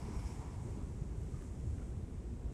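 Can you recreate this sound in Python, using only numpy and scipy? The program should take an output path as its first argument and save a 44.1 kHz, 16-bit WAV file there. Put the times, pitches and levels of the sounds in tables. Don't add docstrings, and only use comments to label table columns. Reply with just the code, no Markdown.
import sys
import numpy as np
from scipy import signal
from scipy.fft import rfft, irfft, next_fast_len
from scipy.io import wavfile

SR = 44100
rng = np.random.default_rng(int(sys.argv[2]) if len(sys.argv) > 2 else 0)


def boost_factor(decibels):
    exponent = np.asarray(decibels, float) / 20
    return 10 ** exponent


def waveform_to_disk(signal):
    frames = np.transpose(np.atleast_2d(signal))
    scaled = np.clip(frames, -1, 1) * 32767
    samples = np.round(scaled).astype(np.int16)
    wavfile.write(sys.argv[1], SR, samples)


N = 111573


# time_s, level_db
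RUMBLE_LEVEL = [(0.0, -41), (0.1, -44), (0.3, -46), (0.55, -43), (0.85, -43.5), (1.1, -42.5), (1.25, -48),
                (1.34, -40.5), (1.54, -46.5), (1.7, -38.5), (1.8, -45.5), (1.95, -43), (2.09, -48),
                (2.15, -41), (2.23, -47), (2.35, -44), (2.4, -43.5), (2.46, -39), (2.53, -45)]
# pitch_hz, density_db
RUMBLE_SPECTRUM = [(12, -40), (20, -14.5), (35, -8.5), (55, 1.5), (85, -4), (120, -7.5), (170, -17.5),
                   (260, -47)]
# start_s, peak_db, pitch_hz
LOW_SWELLS = [(0.152, -31, 57.5), (0.251, -38, 73.6), (0.386, -35.5, 81.5), (0.704, -33.5, 81),
              (0.819, -39, 80), (0.909, -34.5, 82), (1.012, -30, 109), (1.172, -33, 84.4),
              (1.209, -36.5, 88), (1.343, -39, 70.4), (1.59, -36.5, 74), (1.62, -40, 59.3),
              (1.66, -35.5, 75), (1.689, -34, 76), (1.73, -36, 92), (1.966, -34.5, 79), (2.027, -34, 69.6),
              (2.133, -41, 65), (2.167, -34, 77), (2.319, -34.5, 82)]
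# time_s, level_db
ROAR_LEVEL = [(0.0, -51.5), (0.1, -46), (0.13, -50.5), (0.39, -51), (0.61, -51), (0.7, -47.5),
              (0.72, -50.5), (0.8, -48), (0.88, -51.5), (1.23, -50), (1.47, -51.5), (1.71, -50),
              (2.03, -51), (2.04, -51), (2.32, -51.5), (2.53, -50)]
# pitch_hz, density_db
ROAR_SPECTRUM = [(70, -37.5), (130, 1), (200, 0), (300, -4), (430, -8.5), (580, -17), (900, -25),
                 (1400, -29.5), (2200, -33.5), (3200, -38), (4500, -42.5), (9000, -50.5)]
# time_s, level_db
FALL_LEVEL = [(0, -59), (0.12, -58), (0.27, -60.5), (0.45, -59), (0.64, -64.5), (0.8, -65), (1.1, -70),
              (1.35, -69.5), (1.6, -74), (1.85, -71), (2.1, -74), (2.53, -74.5)]
# pitch_hz, density_db
FALL_SPECTRUM = [(350, -39), (600, -11), (750, -1.5), (980, -1), (1150, -7.5), (1500, -15), (1850, -17),
                 (2150, -13.5), (2600, -21.5), (3200, -26.5), (4500, -27), (6000, -27.5)]
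# time_s, level_db
SPRAY_LEVEL = [(0, -69), (0.05, -66.5), (0.1, -70.5), (0.15, -68), (0.2, -63), (0.235, -68), (0.28, -64),
               (0.32, -68), (0.38, -77), (0.55, -75), (0.65, -82.5), (2.53, -86.5)]
# pitch_hz, density_db
SPRAY_SPECTRUM = [(1500, -8), (1900, -12), (2200, 6), (2600, -4), (3300, -6.5), (4300, -15), (5000, -1),
                  (5550, 3), (6100, -5.5), (8000, -19), (10000, -6.5), (12000, -20), (15500, -27)]
# start_s, level_db (before onset and decay), start_pitch_hz, t60_s
AIR_PLOPS = [(0.078, -47, 405, 0.1), (0.098, -45, 410, 0.07), (0.655, -48, 350, 0.12),
             (1.263, -58, 1030, 0.03), (1.341, -51.5, 1200, 0.055), (1.368, -54, 1160, 0.035),
             (1.424, -54, 1200, 0.04), (1.473, -59, 2050, 0.03), (1.506, -56, 1150, 0.03),
             (1.785, -54, 1500, 0.02), (1.802, -55, 1100, 0.03), (1.814, -55.5, 1340, .05)]
# start_s, length_s, peak_level_db
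KERB_SLOSHES = [(0.17, 0.22, -69), (1.29, 0.27, -70), (1.76, 0.09, -70), (2.297, 0.16, -78)]
# time_s, level_db
HISS_LEVEL = [(0.0, -65), (0.01, -68), (0.31, -64.5), (0.57, -70.5), (0.63, -68.5), (1.09, -72),
              (1.47, -68.5), (1.51, -71), (1.89, -71), (1.94, -73.5), (2.51, -74), (2.53, -71)]
# pitch_hz, density_db
HISS_SPECTRUM = [(2500, -13), (4600, -12), (5300, -8), (6500, -3), (7200, -2.5), (7850, -0.5), (8600, -5.5),
                 (9400, -5.5), (10000, -12), (11500, -15.5), (13000, -23.5), (15500, -29)]

SWELL_CYCLES = 1.99
SPLASHES_PER_S, SPRAY_DROPS_PER_S = 5000, 9000
PLOP_ONSET_S, PLOP_ROUGHNESS = 0.0022, 0.15
TICK_S, TICK_DB, TICK_DECAY_S = 1.4233, -48, 0.0004
BUBBLES_PER_S, BUBBLE_CYCLES = 700, 12.0
BUBBLE_LOW_HZ, BUBBLE_HIGH_HZ, BUBBLE_PITCHES = 970, 2320, 16


def unit_rms(x):
    return x / np.sqrt(np.mean(x ** 2) + 1e-20)


def envelope(rows):
    time_s, level_db = np.transpose(rows)
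    return boost_factor(np.interp(np.arange(N) / SR, time_s, level_db))


def drift(corner_hz):
    stride = 40
    pole = np.exp(-2 * np.pi * corner_hz * stride / SR)
    noise = rng.standard_normal(N // stride + 2002)
    slow = signal.lfilter([1], [1, -2 * pole, pole * pole], noise)[2000:]
    slow = unit_rms(slow - slow.mean())
    return np.interp(np.arange(N) / stride, np.arange(len(slow)), slow)


def coloured(source, spectrum, waver_db, waver_hz):
    size = next_fast_len(N)
    octave = np.log2(np.arange(size // 2 + 1) * SR / size + 1e-3)
    pitch_hz, density_db = np.transpose(spectrum)
    gain_db = np.interp(octave, np.log2(pitch_hz), density_db, left=-150, right=-150)
    shaped = rfft(source, size) * boost_factor(gain_db)
    out = np.zeros(N)
    for centre in np.arange(np.log2(pitch_hz[0]), np.log2(pitch_hz[-1]) + 0.5, 0.5):
        triangle = np.clip(1 - 2 * abs(octave - centre), 0, 1)
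        band = irfft(shaped * triangle, size)[:N]
        out += band * boost_factor(waver_db * drift(waver_hz))
    return unit_rms(out)


def grains(rate_per_s, spread_db):
    size_db = spread_db * np.minimum(rng.exponential(1, N), 5)
    clicks = boost_factor(size_db) * rng.choice([-1, 1], N)
    return clicks * (rng.random(N) < rate_per_s / SR)


def rumble():
    t = np.arange(N) / SR
    noise = rng.standard_normal(N)
    out = envelope(RUMBLE_LEVEL) * coloured(noise, RUMBLE_SPECTRUM, waver_db=1.0, waver_hz=4.8)
    for start_s, peak_db, pitch_hz in LOW_SWELLS:
        cycles = np.maximum(t - start_s, 0) * pitch_hz
        window = np.sin(np.pi * np.minimum(cycles / SWELL_CYCLES, 1)) ** 2
        out += boost_factor(peak_db) * window * np.sin(2 * np.pi * cycles)
    return out


def roar():
    noise = rng.standard_normal(N)
    return envelope(ROAR_LEVEL) * coloured(noise, ROAR_SPECTRUM, waver_db=0.4, waver_hz=18.0)


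def fall():
    splashes = grains(SPLASHES_PER_S, spread_db=2.5)
    body = envelope(FALL_LEVEL) * coloured(splashes, FALL_SPECTRUM, waver_db=1.64, waver_hz=37.0)
    droplets = grains(SPRAY_DROPS_PER_S, spread_db=2.5)
    spray = envelope(SPRAY_LEVEL) * coloured(droplets, SPRAY_SPECTRUM, waver_db=2.1, waver_hz=21.0)
    return body + spray


def plops():
    t = np.arange(N) / SR
    ragged = 1 + PLOP_ROUGHNESS * drift(100.0)
    out = np.zeros(N)
    for start_s, level_db, pitch_hz, t60_s in AIR_PLOPS:
        age = np.maximum(t - start_s, 0)
        tone = np.sin(2 * np.pi * pitch_hz * age * (1 + 1.5 * age))
        onset = 1 - np.exp(-age / PLOP_ONSET_S)
        out += boost_factor(level_db - 60 * age / t60_s) * onset * ragged * tone
    return out


def tick():
    u = (np.arange(N) / SR - TICK_S) / TICK_DECAY_S
    pulse = -boost_factor(TICK_DB) * np.sign(u) * np.exp(-np.abs(u))
    middle = signal.lfilter(*signal.butter(1, (2300, 6000), "band", fs=SR), pulse)
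    return pulse - 0.5 * middle


def sloshes():
    t = np.arange(N) / SR
    clicks = grains(BUBBLES_PER_S, spread_db=3.0)
    dealt = rng.integers(0, BUBBLE_PITCHES, N)
    ringing = np.zeros(N)
    for k, pitch_hz in enumerate(np.geomspace(BUBBLE_LOW_HZ, BUBBLE_HIGH_HZ, BUBBLE_PITCHES)):
        radius = boost_factor(-60 * pitch_hz / (BUBBLE_CYCLES * SR))
        w = 2 * np.pi * pitch_hz / SR
        poles = [1, -2 * radius * np.cos(w), radius * radius]
        ringing += signal.lfilter([0, np.sin(w)], poles, clicks * (dealt == k) + 1e-18)
    swell = np.zeros(N)
    for start_s, length_s, peak_level_db in KERB_SLOSHES:
        swell += boost_factor(peak_level_db) * np.sin(np.pi * np.clip((t - start_s) / length_s, 0, 1))
    return swell * unit_rms(ringing)


def hiss():
    noise = rng.standard_normal(N)
    return envelope(HISS_LEVEL) * coloured(noise, HISS_SPECTRUM, waver_db=0.73, waver_hz=4.6)


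def scene():
    steady = roar() + hiss()
    surf = rumble() + steady
    water = fall() + sloshes() + plops() + tick()
    return (surf + water)[None]


def roll_off(x):
    return signal.sosfilt(signal.butter(12, 15630, fs=SR, output="sos"), x)


def record(dry):
    return roll_off(dry)


dry = scene()
out = record(dry)
waveform_to_disk(out)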